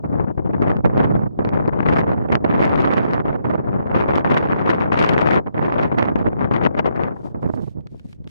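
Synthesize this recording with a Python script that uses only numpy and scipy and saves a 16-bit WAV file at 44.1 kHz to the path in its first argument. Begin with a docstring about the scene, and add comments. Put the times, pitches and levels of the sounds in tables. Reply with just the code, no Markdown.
"""Summit wind on a microphone

Gusty wind on a bare stony summit buffets the two microphone ports of a hand-held camera. One flow
strength drives the turbulence: a slow swell, plus gusts, minus stalls. Faster air carries smaller
eddies, so the rumble opens into a roar with overload crackle; hard eddies slap the ports. Near the end
the camera swings into shelter, where clothing rustles and small stones tick over a faint rush of air."""
import sys
import numpy as np
from scipy.fft import rfft, irfft, next_fast_len
from scipy.io import wavfile
from scipy.ndimage import uniform_filter1d, minimum_filter1d, map_coordinates

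SR = 44100
rng = np.random.default_rng(int(sys.argv[2]) if len(sys.argv) > 2 else 0)


def unload_wav(signal):
    """Save mono or channel-first audio to the path in sys.argv[1] as 16-bit WAV at rate SR, clipped to [-1, 1]."""
    wavfile.write(
        sys.argv[1],
        SR,
        np.round(np.clip(np.atleast_2d(signal).T, -1, 1) * 32767).astype(np.int16),
    )


N = 366030

# Levels in the tables are relative; each source adds its own gain.
# slow swell of the wind: (time [s], flow [dB], bass level [dB])
SWELL = [(0, -8, 4.5), (.25, -6.5, 3.5), (.7, -3, 5), (1.25, -6.5, 4.5), (1.75, -4, 2), (2.4, -2, 2),
         (2.85, 3, -1), (3.15, -2, -1), (3.78, -7.5, 0.5), (4.1, -0.5, -2), (4.85, 1, -1.5), (5.3, 2, -1.5),
         (5.6, -.5, -2.5), (6.4, -4, 2), (7.08, -3.5, -3), (7.19, -20, -7), (7.48, -20, 4), (7.72, -35, 5),
         (8.1, -45.5, 8.5), (8.3, -44, 10)]
# gusts riding on the swell: (start [s], hold [s], flow gained [dB])
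GUST_EVENTS = [(0.126, 0.011, 2.5), (0.238, 0.075, 1), (0.619, .085, 4), (0.849, 0.015, 4.5),
               (0.966, 0.11, 6.5), (1.442, .053, 2.5), (1.531, .048, 4.5), (1.852, .16, 6),
               (2.316, 0.042, 4), (2.589, 0.062, 3.5), (3.082, 0.091, 2.5), (3.441, 0.018, 3),
               (3.936, 0.068, 4.5), (4.149, 0.038, 3.5), (4.298, 0.081, 3.5), (4.65, 0.062, 3.5),
               (4.969, .13, 3), (5.177, .16, 1.5), (5.46, 0.02, 15), (5.787, 0.078, 3.5), (5.978, 0.14, 4),
               (6.39, .026, 6), (6.509, .075, 5.5), (6.631, 0.043, 6.5), (6.767, 0.031, 7.5),
               (6.854, .026, 5.5), (6.944, .095, 4), (7.344, 0.022, 7), (7.416, 0.1, 11.5),
               (7.533, 0.1, 14.5), (7.67, .01, 19.5), (7.757, 0.039, 13.5), (7.855, 0.0112, 18),
               (7.914, 0.054, 8), (8.042, 0.018, 17), (8.246, 0.028, 15.5)]
# the flow leaves the ports, then snaps back: (time of snap [s], length [s], flow lost [dB])
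STALL_EVENTS = [(.036, 0.036, 15), (0.116, 0.048, 6), (0.375, 0.061, 15), (0.447, 0.045, 11),
                (0.531, 0.02, 13), (0.611, 0.052, 6.5), (0.84, 0.06, 11), (0.893, 0.021, 8),
                (1.389, .12, 17.5), (1.447, 0.062, 4), (1.518, 0.015, -1), (1.724, 0.028, 4.5),
                (2.297, 0.14, 5.5), (2.442, 0.078, 12.5), (3.253, 0.042, 8.5), (3.443, 0.083, 8),
                (3.944, 0.01, 4.5), (4.244, 0.034, 8), (4.916, 0.06, 9), (5.544, .15, 18),
                (5.914, 0.022, 8), (6.157, 0.063, 8.5), (6.385, 0.1, 6.5), (6.511, .05, 2.5),
                (6.744, 0.074, 6.5), (6.844, 0.028, 5.5)]
# spectrum of the turbulence: (frequency [Hz], level [dB])
TURBULENCE_SPECTRUM = [(25, -28), (45, -12), (70, -2.5), (130, 3), (200, 2.5), (350, -0.5), (600, -5),
                       (1000, -10.5), (2000, -24.5), (3000, -40), (4500, -57), (15000, -108)]
# growth of each eddy size with air speed: (frequency [Hz], slope [dB/dB])
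EDDY_GROWTH = [(60, -0.2), (200, 0.09), (500, 0.29), (1000, 0.6), (2000, 1.32), (4000, 2.5)]
# colour of the overload crackle: (frequency [Hz], gain [dB])
CRACKLE_RESPONSE = [(200, -4.5), (1000, 4.5), (2500, 9), (5000, -5.5), (9000, -23), (15000, -43)]
# which port faces the wind: (time [s], bias to the left [dB])
WINDWARD_BIAS = [(0.0, 0), (0.2, 4.0), (1.4, -2.5), (1.7, 3.5), (2.3, -2), (2.8, 1), (2.9, -2), (3.6, -1.0),
                 (3.7, 1), (4.0, 0.5), (5.4, 2), (5.5, -1.5), (5.9, 2), (6.0, -4), (6.1, -1), (6.3, -1.5),
                 (6.4, 3), (7.3, 2.5), (7.4, -1.5), (7.6, -6), (8.0, 1.5), (8.3, -3)]
# spectrum of the distant air: (frequency [Hz], level [dB])
AIR_SPECTRUM = [(30, -6.5), (300, 12.5), (1000, -8), (3000, -18.5), (8000, -28), (15000, -43.5)]
# hard eddies: (time [s], level [dB], extra level of the thump [dB])
SLAP_EVENTS = [(.535, -44, 22.5), (0.621, -25.5, 24), (.768, -34, 16.5), (0.855, -28.5, 6),
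               (.978, -30, 22.5), (1.45, -27, 15), (1.491, -31, 6), (1.546, -39, 19.5), (1.679, -33, 23),
               (1.937, -25.5, 15.5), (2.354, -12.5, 6), (2.447, -34.5, 26), (2.604, -28, 24),
               (3.135, -25, 10), (3.963, -31.5, 25), (4.163, -27, 18), (4.693, -22, 13),
               (5.18, -21.5, -2.5), (5.724, -26.5, 5.5), (5.834, -27, 3), (5.987, -25.5, 12.5),
               (6.028, -20.5, 11.5), (6.158, -27.5, 18.5), (6.278, -37, 27.5), (6.791, -30, 4),
               (7.036, -26, 4)]
# spectrum of a slap's crack: (frequency [Hz], level [dB])
CRACK_SPECTRUM = [(200, -11), (900, 11.5), (2000, 4), (3200, -9), (5000, -16), (9000, -50), (15000, -60.5)]
# swishes of clothing: (start [s], hold [s], level [dB])
SWISH_EVENTS = [(7.133, .09, -75.5), (7.222, 0.048, -69.5), (7.39, .13, -74.5), (7.515, 0.17, -70.5),
                (7.88, .11, -78), (8.028, 0.077, -70), (8.265, 0.033, -69)]
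# spectrum of sliding cloth: (frequency [Hz], level [dB])
CLOTH_SPECTRUM = [(500, -21), (2000, -1), (4500, -3), (7000, -7.5), (10500, -12.5), (15000, -24)]
# contacts of small stones: (time [s], level [dB])
STONE_EVENTS = [(7.2618, -55), (7.8076, -55), (7.87, -39.5), (7.959, -59), (7.996, -41), (8.1284, -38.5),
                (8.243, -50.5), (8.2746, -36.5)]
# spectrum of a stone's tick: (frequency [Hz], level [dB])
STONE_SPECTRUM = [(500, 6.5), (1500, 11.5), (4000, 7), (8000, -9.5), (15000, -31.5)]
# stereo widening of the difference between the ports: (frequency [Hz], gain [dB])
SIDE_RESPONSE = [(100, 8.5), (500, 8.5), (1200, 8), (2200, 5.5), (4000, 1.5), (7000, -2), (14000, 2.5)]


def amp(db):
    """Amplitude ratio of a level in decibels."""
    return np.exp(np.asarray(db) * (np.log(10) / 20))


def along(points, hz):
    """Interpolation of (frequency [Hz], value) points on a logarithmic frequency axis."""
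    knots_hz, values = np.transpose(points)
    return np.interp(np.log(hz + 1), np.log(knots_hz + 1), values)


def curves(rows):
    """Linear interpolation in time: one value per sample for each column after the first."""
    times, *columns = np.transpose(rows)
    return [np.interp(np.arange(N) / SR, times, column) for column in columns]


def wobble(rate):
    """Smooth random modulation: a spline through rate Gaussian knots a second."""
    return map_coordinates(rng.standard_normal(int(N * rate / SR) + 4), [np.arange(N) * rate / SR])


def envelope(start, hold, attack_s, release_s):
    """Linear ramps: a rise from start, and a fall that begins hold seconds after start."""
    age = np.arange(N) / SR - start
    return np.clip(age / attack_s, 0, 1) * np.clip(1 - (age - hold) / release_s, 0, 1)


def filtered(x, response):
    """Linear filtering: the spectrum of x is multiplied by a frequency response."""
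    size = next_fast_len(N + SR // 4)
    return irfft(rfft(x, size) * response(np.fft.rfftfreq(size, 1 / SR)), size)[..., :N]


def coloured(x, spectrum):
    """Spectral shaping of x by (frequency [Hz], gain [dB]) points."""
    return filtered(x, lambda hz: amp(along(spectrum, hz)))


def noise(spectrum):
    """Incoherent coloured noise at the two ports, normalised to rms 1."""
    x = coloured(rng.standard_normal((2, N)), spectrum)
    return x / np.sqrt(np.mean(x ** 2) + 1e-20)


def eddy_sizes(x, count=9):
    """Octave decomposition: (centre [Hz], band) pairs whose overlapping bands sum to x."""
    size = next_fast_len(N, real=True)
    spectrum = rfft(x.astype(np.float32), size)
    log_hz = np.log(np.fft.rfftfreq(size, 1 / SR) + 1)
    centres = 50 * 2. ** np.arange(count)
    for centre, weights in zip(centres, np.eye(count)):
        window = np.interp(log_hz, np.log(centres), weights).astype(np.float32)
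        yield centre, irfft(spectrum * window, size)[:, :N]


def flow():
    """Unsteady flow at the ports [dB]: swell plus gusts minus stalls; a weak swell wavers more."""
    swell_db = curves(SWELL)[0]
    unrest_db = 0.98 + 0.028 * np.maximum(-swell_db, 0)
    flow_db = swell_db + unrest_db * wobble(34)
    for start, hold, db in GUST_EVENTS:
        flow_db += db * envelope(start, hold, attack_s=0.0044, release_s=0.016)
    snap_s = 0.0044
    for end, length, db in STALL_EVENTS:
        flow_db -= db * envelope(end - length, length - snap_s / 2, attack_s=0.016, release_s=snap_s)
    return flow_db


def fronts(sag_s=0.024, surge_s=0.0092, sag_share=0.23, stall_jump_db=4.5, gust_jump_db=1.0):
    """Overshoot and relaxation [dB]: as a stall ends or a gust opens, the flow sags, jumps, settles."""
    t = np.arange(N) / SR
    flow_db = np.zeros(N)
    jumps = [(time, stall_jump_db) for time, _, _ in STALL_EVENTS]
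    jumps += [(time, gust_jump_db) for time, _, _ in GUST_EVENTS]
    for time, jump_db in jumps:
        near = slice(max(round((time - .15) * SR), 0), round((time + .15) * SR))
        age = t[near] - time
        sag = -sag_share * np.exp(-abs(age) / sag_s)
        surge = (1 - sag_share) * np.exp(-abs(age) / surge_s)
        flow_db[near] += jump_db * np.where(age < 0, sag, surge)
    return uniform_filter1d(flow_db, size=90)


def buffeting(level_db=-25, flow_slope=0.59, crest_db=7.5, bass_hz=350):
    """Turbulent cascade: eddies within eddies press on each port, the smallest in the sharpest bursts."""
    flow_db, bass_db = flow(), curves(SWELL)[1]
    gust_db = 1.5 + flow_db - 0.28 * bass_db  # bass-heavy air is also duller
    # large swirls cover both ports, small ones only one; none outruns the free wind
    swirl_db = 1.33 * wobble(65) + 2.0 * np.array([wobble(190), wobble(190)])
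    swirl_db = np.minimum(swirl_db, crest_db * np.tanh(np.abs(swirl_db) / crest_db))
    intermittency = np.clip(1 - 0.098 * gust_db, .7, 1.45)  # weak flow comes in separate puffs
    swirl_db = intermittency * swirl_db + fronts()
    speed_db = np.minimum(gust_db + swirl_db, 11)
    spit_db = 9 * np.array([wobble(600), wobble(600)])
    pressure = crackle(gust_db + 0.55 * swirl_db)
    for hz, band in eddy_sizes(noise(TURBULENCE_SPECTRUM)):
        fineness = hz / (hz + 1100)  # only small eddies follow the fastest changes
        flutter_db = 0.54 * (2.5 - fineness) * swirl_db + fineness * spit_db
        weight_db = bass_db / (1 + (hz / bass_hz) ** 2)
        pressure += band * amp(along(EDDY_GROWTH, hz) * speed_db + flutter_db + weight_db)
    return pressure * amp(level_db + flow_slope * flow_db)


def crackle(speed_db, base_rate_hz=70, crowding=2.2, growth=2.9):
    """Overload: strong gusts make the microphone spit in clumps, denser and louder in faster air."""
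    speed_db = np.minimum(speed_db, 9)
    clump_db = 4.5 * np.minimum([wobble(260), wobble(260)], 2)
    spits = rng.random((2, N)) < base_rate_hz / SR * amp(crowding * speed_db + clump_db)
    scatter_db = 4.0 * np.minimum(rng.exponential(size=(2, N)), 3)
    sizes = amp(-18 + growth * speed_db + clump_db + scatter_db)
    return coloured(spits * sizes * rng.choice([-1, 1], (2, N)), CRACKLE_RESPONSE)


def port_shares(shading=1.2):
    """Wind shadowing: the windward port takes the larger share of a constant total power."""
    gains = amp(shading * curves(WINDWARD_BIAS)[0] * np.array([[1], [-1]]))
    return gains / np.sqrt(np.mean(gains ** 2, axis=0))


def distant_air(level_db=-65.5):
    """Flow noise: air passing over the slopes makes a faint, steady rush."""
    return amp(level_db) * noise(AIR_SPECTRUM)


def slaps(crack_decay_s=0.00045, typical_width_s=0.00062):
    """Pressure transients: a hard eddy gives one bipolar thump and a short crack as it breaks."""
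    t = np.arange(-SR // 50, SR // 50) / SR
    cracks, thumps = np.zeros((2, 2, N + SR))
    for time, db, extra_db in SLAP_EVENTS:
        side, polarity, stretch = rng.uniform(-1, 1, 3)
        angle = (side + 1) * np.pi / 4
        pan = np.array([[np.cos(angle)], [np.sin(angle)]])
        start = max(round(time * SR) - t.size // 2, 0)
        span = slice(start, start + t.size)
        widths = t / (typical_width_s * 2 ** (stretch / 2))
        swing = 2 * np.sign(polarity) * widths * np.exp(-widths ** 2 / 2)
        thumps[int(side > 0), span] += amp(db + extra_db - 3) * swing  # nearer port only
        cracks[:, span] += 2 * pan * amp(db + 6) * np.exp(-np.abs(t) / crack_decay_s)
    return thumps[:, :N] + cracks[:, :N] * noise(CRACK_SPECTRUM)


def clothing(gain_db=3.5, rub_db=2.0, scratch_db=3.0):
    """Stick-slip friction: fabric slides in small catches while the camera swings down."""
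    sliding = sum(amp(db) * envelope(start, hold, attack_s=0.036, release_s=0.069)
                  for start, hold, db in SWISH_EVENTS)
    catches_db = rub_db * wobble(39) + scratch_db * wobble(400)
    return sliding * amp(gain_db + catches_db) * noise(CLOTH_SPECTRUM)


def stones(t60_s=0.016, gain_db=-5):
    """Heavily damped impacts: loose stones touch with dry ticks that do not ring."""
    t = np.arange(SR // 10) / SR
    ticks = np.zeros(N + SR)
    for time, db in STONE_EVENTS:
        ticks[round(time * SR):][:t.size] += amp(db + gain_db - 60 * t / t60_s)
    return ticks[:N] * noise(STONE_SPECTRUM)


def scene():
    """Superposition: the pressures of all sources add at each port."""
    return port_shares() * buffeting() + slaps() + clothing() + stones() + distant_air()


def record(dry, low_cut_hz=41, top_hz=15300, ceiling=.88):
    """Filtering and limiting: the camera cuts deep rumble, widens the image, curbs peaks and top end."""
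    left, right = filtered(dry, lambda hz: hz ** 2 / np.hypot(hz ** 2, low_cut_hz ** 2))
    mid = (left + right) / 2
    side = coloured((left - right) / 2, SIDE_RESPONSE)  # puts the wind in opposite phase left and right
    wide = np.array([mid + side, mid - side])
    needed_gain = ceiling / np.maximum(np.abs(wide).max(axis=0), ceiling)
    smooth_gain = uniform_filter1d(minimum_filter1d(needed_gain, size=260), size=260)
    return filtered(wide * smooth_gain, lambda hz: hz < top_hz)


dry = scene()
out = record(dry)
unload_wav(out)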